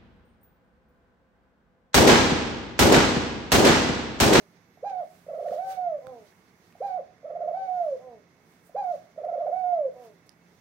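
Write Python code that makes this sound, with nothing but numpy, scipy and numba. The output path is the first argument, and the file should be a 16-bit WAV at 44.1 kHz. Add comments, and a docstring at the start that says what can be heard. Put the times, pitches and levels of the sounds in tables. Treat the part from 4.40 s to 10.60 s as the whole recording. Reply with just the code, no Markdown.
"""In a small kitchen, a metre or two from a phone's microphone, a dove coos three times over a fridge's hum.
Each call is a short hoot, a rolled trill that opens into a long falling hoot, then a soft buzzy in-breath note.
The bird is a set of gliding harmonic tones, shaken in pitch and level, with echoes and room modes.
Rustling fur and cloth, and the room noise, are coloured noise in flickering octave bands; small ticks are
damped modes, and a brief thin whistle is one gliding sine."""
import sys
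import numpy as np
from scipy import signal
from scipy.fft import rfft, irfft, next_fast_len
from scipy.io import wavfile
from scipy.ndimage import uniform_filter1d
from numba import njit

SR = 44100
rng = np.random.default_rng(int(sys.argv[2]) if len(sys.argv) > 2 else 0)


def wav_out(sig):
    """Save sig, one row per channel (or a flat mono array), as 16-bit PCM at SR to the path in sys.argv[1]."""
    wavfile.write(sys.argv[1], SR, np.round(np.clip(np.atleast_2d(sig).T, -1, 1) * 32767).astype(np.int16))


N = 273508  # length in samples


def undb(db):
    """Decibel law: amplitude gain is ten to the power dB / 20."""
    return 10 ** (np.asarray(db) / 20)


def level(x, db):
    """Effective level: scale a signal to a given rms value in dB."""
    return x * undb(db) / np.sqrt(np.mean(x ** 2))


def panned(x, pan_db):
    """Interchannel level difference: two channels whose mean is x, the left pan_db above the right."""
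    ratio = undb(pan_db)
    left = 2 * x * ratio / (1 + ratio)
    right = 2 * x / (1 + ratio)
    return np.array([left, right])


def add(out, start_s, sound):
    """Superposition: sum a stereo sound into the mix, trimming what lies outside it."""
    i = int(start_s * SR)
    sound, i = sound[:, max(-i, 0):], max(i, 0)
    out[:, i:i + sound.shape[1]] += sound[:, :N - i]


def ring(x, hz, width_hz):
    """Resonance: a two-pole filter with unit gain at its centre."""
    return signal.lfilter(*signal.iirpeak(hz, hz / width_hz, SR), x)


def walk(rate_hz):
    """Random modulation: levels held for one period, then slewed twice; spread near 1."""
    hold = int(SR / rate_hz)
    steps = np.repeat(rng.standard_normal(N // hold + 1), hold)
    return 0.62 * uniform_filter1d(uniform_filter1d(steps, hold), hold)[:N]


def on_log(hz, table):
    """Logarithmic frequency scale: interpolate a (Hz, value) table along it."""
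    table_hz, value = np.transpose(table)
    return np.interp(np.log(hz), np.log(table_hz), value)


# Level difference of the noise between the ears of the stereo pair.
# Each row: frequency in Hz, left minus right in dB.
NOISE_PAN = [(60, -7), (700, -3), (1800, -10), (5000, -3), (15000, -6)]
# Interchannel coherence of the noise. Each row: frequency in Hz, left-right likeness from -1 to 1.
NOISE_LIKENESS = [(25, -0.27), (60, 1), (150, .93), (300, .85), (650, 0.78), (1400, -0.034), (5000, -0.041)]


def hiss(colour, flicker_db, rate_hz):
    """Band-filtered noise: unit-rms stereo, octave bands flickering independently, coherent mainly in the bass."""
    n = next_fast_len(N)
    f = np.maximum(np.arange(n // 2 + 1) * SR / n, 1.)
    alike = np.clip(on_log(f, NOISE_LIKENESS), -1, 1)
    a, b = rfft(rng.standard_normal((2, n)))
    left = alike * a + np.sqrt(1 - alike ** 2) * b
    spectra = panned(undb(on_log(f, colour)), on_log(f, NOISE_PAN)) * [left, a]
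    out = np.zeros((2, N))
    for octave in range(4, 15):  # triangular bands centred on 2 ** octave Hz
        band = spectra * np.clip(1 - abs(np.log2(f) - octave), 0, 1)
        out += irfft(band, n)[:, :N] * undb(flicker_db * walk(rate_hz))
    return out / np.sqrt(np.mean(out.mean(axis=0) ** 2))


def tone(s, hz, db, orders, edge_s=0.0027, rough=.2):
    """Harmonic series: multiples of one gliding phase, soft-edged; roughness shakes pitch and level."""
    t = s[0] + np.arange(int((s[-1] - s[0]) * SR)) / SR
    noise = rng.standard_normal((2, len(t)))
    shake = uniform_filter1d(uniform_filter1d(noise, size=160), size=160)
    shake /= shake.std()
    pitch_hz = np.interp(t, s, hz) * (1 + 0.037 * rough * shake[0])
    phase = 2 * np.pi * np.cumsum(pitch_hz) / SR
    to_edge_s = np.minimum(t - s[0], s[-1] - t)
    edges = np.sin(np.pi / 2 * np.clip(to_edge_s / edge_s, 0, 1)) ** 2
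    wave = sum(undb(gain_db) * np.sin(round(k) * phase) for k, gain_db in orders)
    loudness = undb(np.interp(t, s, db) + 5.4 * rough * shake[1])
    return t, np.sqrt(2) * wave * loudness * edges


# Spectrum of the steady room noise. Each row: frequency in Hz, relative density in dB per Hz.
ROOM_NOISE = [(15, -61.5), (25, -15), (166, -2), (300, -6), (438, -6), (589, -12.5), (656, -10.5),
              (1360, -16.5), (2100, -13.5), (3060, -34), (6340, -29.5), (7260, -38.5), (15900, -44)]


def room_noise():
    """Stationary broadband noise: a fixed spectrum whose octave bands flicker gently."""
    return undb(-62.5) * hiss(ROOM_NOISE, 0.73, 9.9)


# Wavering hum lines. Each row: centre in Hz, bandwidth in Hz, rms level in dB.
FRIDGE_LINES = [(171.8, 5, -68), (2184, 11, -80), (2626, 23, -85.5), (3482, 16, -88.5)]


def fridge():
    """Narrow-band noise: white noise through sharp resonances gives lines that waver."""
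    out = np.zeros((2, N))
    for hz, width_hz, db in FRIDGE_LINES:
        line = ring(rng.standard_normal(N), hz, width_hz)
        out += panned(level(line, db), -2.0)
    return out


# A thin high glide. Each row: time in seconds, pitch in Hz, level in dB.
WHISTLE_GLIDE = [(0.2, 11859, -93), (0.272, 12896, -86), (0.304, 12388, -84), (0.382, 12627, -81),
                 (0.414, 11742, -98), (0.469, 12329, -93)]


def whistle():
    """Frequency modulation: one sine follows a gliding pitch."""
    out = np.zeros((2, N))
    s, hz, db = np.transpose(WHISTLE_GLIDE)
    add(out, s[0], panned(tone(s, hz, db, [(1, 0.01)])[1], -22.0))
    return out


# Spectra of the bright hiss and the duller scuff.
# Each row: frequency in Hz, relative density in dB per Hz.
BRIGHT_COLOUR = [(5000, -25.5), (7500, 1.5), (11000, 0), (14000, 0), (15900, 1.5)]
DULL_COLOUR = [(600, -6.5), (1200, 2.5), (2500, -5), (4500, -5), (6500, -4.5), (8000, -30)]
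# Swells of friction. Each row: peak time in seconds, time to drop 10 dB in seconds (at least 0.01 is used),
# bright level in dB, dull part over bright in dB.
RUSTLE_SWELLS = [(0, 0.18, -74, 5), (.5, 0.03, -77.5, 18), (.76, 0.21, -69, 1), (1.13, 0.13, -64.5, 5),
                 (1.31, 0.0436, -55.5, 3.5), (1.67, 0.24, -79, 6), (1.86, 0.27, -73, 4),
                 (2.29, .2, -74.5, 3.5), (2.48, 0.09, -72.5, 6.5), (3.22, .2, -82, 14),
                 (3.47, 0.25, -74.5, 6.5), (4.12, 0.12, -73, 3), (4.27, 0.04, -66, -5), (4.44, 0, -71, 5),
                 (4.55, 0.15, -72, 6.5), (5.01, -0.04, -80, 4), (5.16, 0.4, -78, 6.5),
                 (5.645, 0.09, -69, 4), (5.87, -0.12, -70, -8), (6.2, 0.5, -78, 5)]


def swell_gain(rest_db, swells_db, t):
    """Incoherent addition: the rest level and all swells add as powers."""
    power = undb(rest_db) ** 2 + (undb(swells_db) ** 2).sum(axis=0)
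    return np.interp(np.arange(N) / SR, t, np.sqrt(power))


def rustle():
    """Sliding friction: fur and cloth give swelling, finely grained noise, a bright hiss over a dull scuff."""
    peak_s, drop_s, bright_db, dull_over_db = np.transpose(RUSTLE_SWELLS)[:, :, None]
    t = np.arange(0, N / SR + .01, .005)
    swell_db = bright_db - 10 * abs(t - peak_s) / np.maximum(drop_s, .01)
    bright = hiss(BRIGHT_COLOUR, 1.2, 11) * swell_gain(-86.5, swell_db, t)
    dull = hiss(DULL_COLOUR, 3.5, 30) * swell_gain(-74, swell_db + dull_over_db, t)
    grain = undb(1.2 * walk(60))
    return (bright + dull) * grain


# Ticks and knocks. Each row: start in seconds, starting level of the ring in dB, ring in Hz,
# time to decay 60 dB in seconds, left minus right in dB.
TICK_MODES = [(0.4977, -48, 2500, 0.0059, 4), (1.0850, -46, 1840, 0.026, -10),
              (1.108, -47, 1300, 0.025, -11), (1.6695, -36, 1300, 0.0081, -20),
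              (1.9252, -54, 1800, 0.0088, -6), (2.3253, -51, 2500, 0.0089, 2),
              (2.386, -54, 1980, .006, -10), (2.7824, -55.5, 1981, 0.0055, -9),
              (4.85, -56, 2000, 0.027, -5), (5.6396, -56.5, 3010, 0.0092, -21),
              (5.8932, -40, 5230, 0.0048, -14)]
# Dull thumps through the table. Each row: start in seconds, starting level in dB, pitch in Hz.
TABLE_THUMPS = [(1.11, -43.5, 220), (1.672, -42, 142)]


def knocks():
    """Damped free vibration: each tick rings one mode with a noisy crack; two come with a table thump."""
    out = np.zeros((2, N))
    t = np.arange(int(.08 * SR)) / SR
    for s, db, hz, t60_s, pan_db in TICK_MODES:
        fade = np.exp(-np.log(1000) * t / t60_s)
        crack = ring(rng.standard_normal(len(t)), 1.2 * hz, 1.6 * hz)
        add(out, s, panned(undb(db) * fade * (np.sin(2 * np.pi * hz * t) + 0.83 * crack), pan_db))
    for s, db, hz in TABLE_THUMPS:
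        thump = np.exp(-t / 0.0065) * np.sin(2 * np.pi * hz * t)
        add(out, s, panned(undb(db) * thump, -13.5))
    return out


# Throat clucks ahead of the short hoots and trills.
# Each row: start in seconds, peak level in dB, pitch in Hz.
THROAT_CLUCKS = [(.372, -51, 712), (.864, -43.5, 576.6), (2.351, -46.5, 706.7), (2.829, -46, 616.6),
                 (4.293, -48, 657), (4.760, -49.5, 610)]


def clucks(out):
    """Windowed tone burst: a few cycles of a sine under a short rounded envelope."""
    t = np.arange(int(0.0078 * SR)) / SR
    envelope = np.hanning(len(t)) ** .5
    for s, db, hz in THROAT_CLUCKS:
        add(out, s, panned(undb(db) * envelope * np.sin(2 * np.pi * hz * t), -5.5))


def shaped_notes(out, notes, shape, orders, rough):
    """Similarity of contour: every note stretches one shared course of pitch and level."""
    share, pitch, shape_db = np.transpose(shape)
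    fine = np.linspace(0, 1, 100)
    for start_s, length_s, hz, db in notes:
        s = start_s + length_s * fine
        note_hz = hz * np.interp(fine, share, pitch)
        note_db = db + np.interp(fine, share, shape_db)
        add(out, s[0], panned(tone(s, note_hz, note_db, orders, 0.0028, rough)[1], -4.5))


# In-breath notes, the first already under way at time zero.
# Each row: start in seconds, length in seconds, top pitch in Hz, level in dB.
INBREATH_NOTES = [(-.16, 0.23, 255, -49), (1.61, .27, 261.1, -44.5), (3.59, .24, 257.6, -46.5),
                  (5.53, 0.24, 249.5, -48.5)]
# Their course. Each row: share of the length, pitch as a ratio to the top, level in dB.
INBREATH_COURSE = [(0, .94, -13.5), (.15, 0.99, -2), (0.301, 1.0, -0.5), (0.601, .89, -2.5),
                   (.82, .78, -14), (1, .74, -22.5)]
# Their harmonics. Each row: multiple of the fundamental, level in dB.
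INBREATH_HARMONICS = [(1, -3.5), (2, -4), (3, -5.5), (4, -19), (5, -31)]


def inbreaths(out):
    """Harmonic richness: several strong multiples of a low pitch make a soft buzz."""
    shaped_notes(out, INBREATH_NOTES, INBREATH_COURSE, INBREATH_HARMONICS, rough=.22)


# Faint second voice under the held notes.
# Each row: start in seconds, length in seconds, pitch in Hz, level in dB.
SECOND_VOICE_NOTES = [(.5, 0.11, 566, -53), (1.24, .18, 567, -50), (2.45, 0.11, 556, -52),
                      (3.19, .12, 553.2, -52.5), (4.38, 0.084, 553.4, -52.5)]
# Its course. Each row: share of the length, pitch as a ratio to the held pitch, level in dB.
SECOND_VOICE_COURSE = [(0, 0.95, -1.5), (.5, 1.01, -0.5), (.75, 1.02, -6.5), (1, 1.12, -10.5)]


def second_voice(out):
    """Two simultaneous sources: a faint, rough, lower sine sounds beneath the hoots."""
    shaped_notes(out, SECOND_VOICE_NOTES, SECOND_VOICE_COURSE, [(1, 0)], rough=.55)


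# Leaking overtones. Each row: multiple of the fundamental, level in dB when that is at 793 Hz.
LEAKING_OVERTONES = [(2, -59.5), (3, -65), (4, -79), (5, -74), (6, -74), (8, -77)]


def coo(out, s, hz, db, pan_db, rough, edge_s):
    """Acoustic filtering: beak shut, the swollen throat passes almost only the fundamental."""
    t, voice = tone(s, hz, db, [(1, 0.003)], edge_s, rough)
    # turbulent air flutters the tone and spreads a faint halo 400 Hz either side of it
    air = signal.lfilter(*signal.butter(2, 400, fs=SR), rng.standard_normal(len(t)))
    voice = voice * (1 + level(air, -42 + 70 * rough))
    # overtones fade as the pitch sinks, the higher ones faster
    sag_db = 11.5 * np.log2(hz / 793)
    leak = sum(tone(s, hz, (k - 1) * sag_db, [(k, gain_db)], 0.011, 0.48 * rough)[1]
               for k, gain_db in LEAKING_OVERTONES)
    opposite = [[-1], [1]]  # polarity of the leak, left and right
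    add(out, s[0], panned(voice, np.interp(t, s, pan_db)) + panned(leak, -12.0) * opposite)


# Trill beats. Each row: start in seconds, length in seconds, level in dB, pitch swing in Hz.
TRILL_BEATS = [(0.88, 0.063, -37.5, 161), (0.931, 0.05, -36, 77), (0.982, 0.052, -34, 176.7),
               (1.039, 0.07, -31, 187.4), (1.113, .05, -29, 199.7), (2.839, 0.077, -38, 140),
               (2.893, 0.045, -33.5, 124.3), (2.948, 0.045, -31.5, 109), (3, 0.065, -31, 173),
               (3.071, 0.047, -28.5, 161), (4.774, .05, -36.5, 130.4), (4.828, 0.047, -32, 148),
               (4.874, 0.053, -31, 90), (4.922, 0.065, -30.5, 187), (4.981, 0.077, -30.5, 156.4),
               (5.056, 0.046, -28.5, 187.1)]
# Course of one beat. Each row: share of its length, pitch from bottom 0 to top 1, level in dB.
BEAT_COURSE = [(0, -.05, -7.5), (.12, .4, -2.5), (.28, .96, 0), (.42, .8, -2), (.58, .1, -2),
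               (.75, 0.47, -9.5), (.9, 0.17, -1.5), (1, 0, -8)]


def trill(out):
    """Pressure-driven pitch: air pressure swells and sags in each beat, and the pitch follows it."""
    share, pitch, shape_db = np.transpose(BEAT_COURSE)
    pan_db = np.full(len(share), -5.5)
    for start_s, length_s, db, swing_hz in TRILL_BEATS:
        top_hz = 722.5 + 8 * (db + 30)  # a stronger beat reaches higher, 8 Hz per dB
        # no two beats run alike
        stray_pitch = .12 * rng.standard_normal(len(share))
        stray_db = 1.8 * rng.standard_normal(len(share))
        hz = top_hz - swing_hz * (1 - pitch - stray_pitch)
        coo(out, start_s + length_s * share, hz, db + shape_db + stray_db, pan_db, rough=.19, edge_s=.004)


# Standing waves at the microphone. Each row: pitch in Hz, gain in dB, left minus right in dB.
STANDING_WAVES = [(450, 0, 1), (545, 0, -5), (563, -1.5, -4), (595, -2, -3.5), (670, 0, -6.5), (700, 1, -5),
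                  (701, -2.5, -5), (718, 1, -9), (734.7, -1, -13.5), (757.5, -5, -9.5), (765, 1.5, -1.5),
                  (820, -0.5, -6), (816, 1, 4)]


def hoot(out, note, shape, sag_from, rough):
    """Standing waves: a leap, a sagging held pitch and a fall, with level and side set by pitch."""
    stage = np.linspace(0, 3, 150)  # 0 to 3 along the note's four times
    times_s, pitches_hz, db, catch_db = note[:4], note[4:7], note[7], sum(note[8:])
    at, pitch, shape_db = np.transpose(shape)
    held_hz = np.interp(stage, [sag_from, 2, 2.7], pitches_hz)
    hz = held_hz * np.interp(stage, at, pitch)
    room_hz, room_db, pan_db = np.transpose(STANDING_WAVES)
    db = db + np.interp(stage, at, shape_db) + np.interp(hz, room_hz, room_db)
    # the catch: a brief change of level around stage 1
    db = db + catch_db * np.clip(1 - abs(stage - 1) / .13, 0, 1)
    s = np.interp(stage, np.arange(4), times_s)
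    coo(out, s, hz, db, np.interp(hz, room_hz, pan_db), rough, edge_s=.012)


# Short hoots. Each row: start, crest, beginning of the fall and end in seconds, top pitch,
# pitch where the fall begins and pitch it falls to in Hz, level in dB.
SHORT_NOTES = [(0.423, .472, .6, .642, 813.6, 736, 614, -33.5),
               (2.4, 2.451, 2.572, 2.61, 806, 745, 560, -32),
               (4.342, 4.39, 4.51, 4.562, 819.5, 714, 604, -31.5)]
# Long hoots. Each row: start, opening of the voice, beginning of the fall and end in seconds, top pitch,
# pitch where the fall begins and pitch it falls to in Hz, level in dB, catch as the voice opens in dB.
LONG_NOTES = [(1.158, 1.362, 1.482, 1.595, 772.1, 699, 596, -32, -11),
              (3.122, 3.26, 3.425, 3.572, 775.3, 700.7, 546.4, -31, -7.5),
              (5.105, 5.224, 5.355, 5.5, 752.6, 696.2, 545, -28.5, -5)]
# Their courses. Each row: stage from 0 to 3, pitch as a ratio to the sagging held pitch, level in dB.
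SHORT_COURSE = [(0, .58, -1), (.2, .63, -1), (.5, 0.94, -0.5), (.75, .99, 0), (1, 1, 0), (1.12, 1, 0),
                (1.45, 0.96, -1.5), (2, 0.98, 1), (2.7, 0.96, -3), (3, .85, -10.5)]
LONG_COURSE = [(0, .73, -0.5), (.2, .95, 0), (.4, .99, -1), (.6, 0.99, -0.5), (.85, 1.0, -2.5),
               (1.15, 0.99, 1), (1.6, 1.006, 0.5), (2, 0.98, 1.5), (2.35, 0.97, 1.5), (2.7, 0.98, -1),
               (2.85, .95, -6), (3, 0.78, -23)]


def hoots(out):
    """Near-sinusoidal phonation: short and long hoots, the long ones steadier and sagging sooner."""
    for note in SHORT_NOTES:
        hoot(out, note, SHORT_COURSE, sag_from=1, rough=.12)
    for note in LONG_NOTES:
        hoot(out, note, LONG_COURSE, sag_from=.6, rough=.075)


def dove():
    """Source and filter: all the bird's notes sum, and a high-pass at 370 Hz stands for the throat."""
    out = np.zeros((2, N))
    for voice in (clucks, inbreaths, second_voice, trill, hoots):
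        voice(out)
    throat = signal.butter(4, 370, "high", fs=SR, output="sos")
    return signal.sosfilt(throat, out)


# Echoes off the nearest surfaces. Each row: delay in seconds, left level in dB, right level in dB.
NEAR_ECHOES = [(.00985, -13, -6), (.0135, -9, -21), (.0255, -10, -12), (.0327, -4.5, -15)]


def near_echoes(bird, hits):
    """Early reflection: delayed, weaker copies return from the nearest surfaces."""
    out = np.zeros((2, N))
    for delay_s, left_db, right_db in NEAR_ECHOES:
        add(out, delay_s, undb([[left_db], [right_db]]) * (bird + 0.3 * hits))
    return out


@njit
def walls(x, lags, gain, damp):
    """Diffuse reverberation: eight delay lines feed each other, duller on every round."""
    line, soft, out = np.zeros((8, 2048)), np.zeros(8), np.zeros((2, len(x)))
    for i in range(len(x)):
        total = 0.
        for k in range(8):
            soft[k] += (1 - damp) * (gain[k] * line[k, (i - lags[k]) & 2047] - soft[k])
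            total += soft[k]
            out[k % 2, i] += soft[k]
        for k in range(8):
            line[k, i & 2047] = x[i] + soft[k] - total / 4
    return out


# Delays of the eight wall paths. Each entry: delay in samples.
WALL_DELAYS = np.array([811, 947, 1093, 1237, 1399, 1571, 1759, 1973])


def wall_tail(mid):
    """Exponential decay: each line's gain sets a 60 dB fall in 0.33 s, before the damping."""
    gain = undb(-60 * WALL_DELAYS / SR / 0.33)
    tail = walls(mid + 1e-18, WALL_DELAYS, gain, .6)
    return undb(-11) * tail * undb([[-2.5], [2.5]])


# The room's strongest modes. Each row: frequency in Hz, gain at the centre in dB,
# time to decay 60 dB in seconds.
STRONG_MODES = [(455, -1, 0.033), (545, -0.5, 0.07), (640, -10, 0.8), (683, -3.5, 0.12)]


def room_modes(mid):
    """Room resonance: bandwidth is inversely proportional to decay time."""
    modes = sum(undb(db) * ring(mid, hz, np.log(1000) / np.pi / t60_s) for hz, db, t60_s in STRONG_MODES)
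    return panned(modes, -2.0)


def scene():
    """Superposition: background, rustle, and the bird and knocks heard direct and through the room."""
    background = room_noise() + fridge() + whistle()
    bird, hits = dove(), knocks()
    direct = bird + hits
    mid = direct.mean(axis=0)
    room = near_echoes(bird, hits) + wall_tail(mid) + room_modes(mid)
    return background + rustle() + direct + room


def record(dry):
    """Band limiting: the phone's microphone drops the deepest bass and the top is cut at 15750 Hz."""
    dry = signal.sosfilt(signal.butter(2, 56.7, "high", fs=SR, output="sos"), dry)
    return signal.sosfilt(signal.ellip(10, .2, 70, 15750, fs=SR, output="sos"), dry)


dry = scene()
out = record(dry)
wav_out(out)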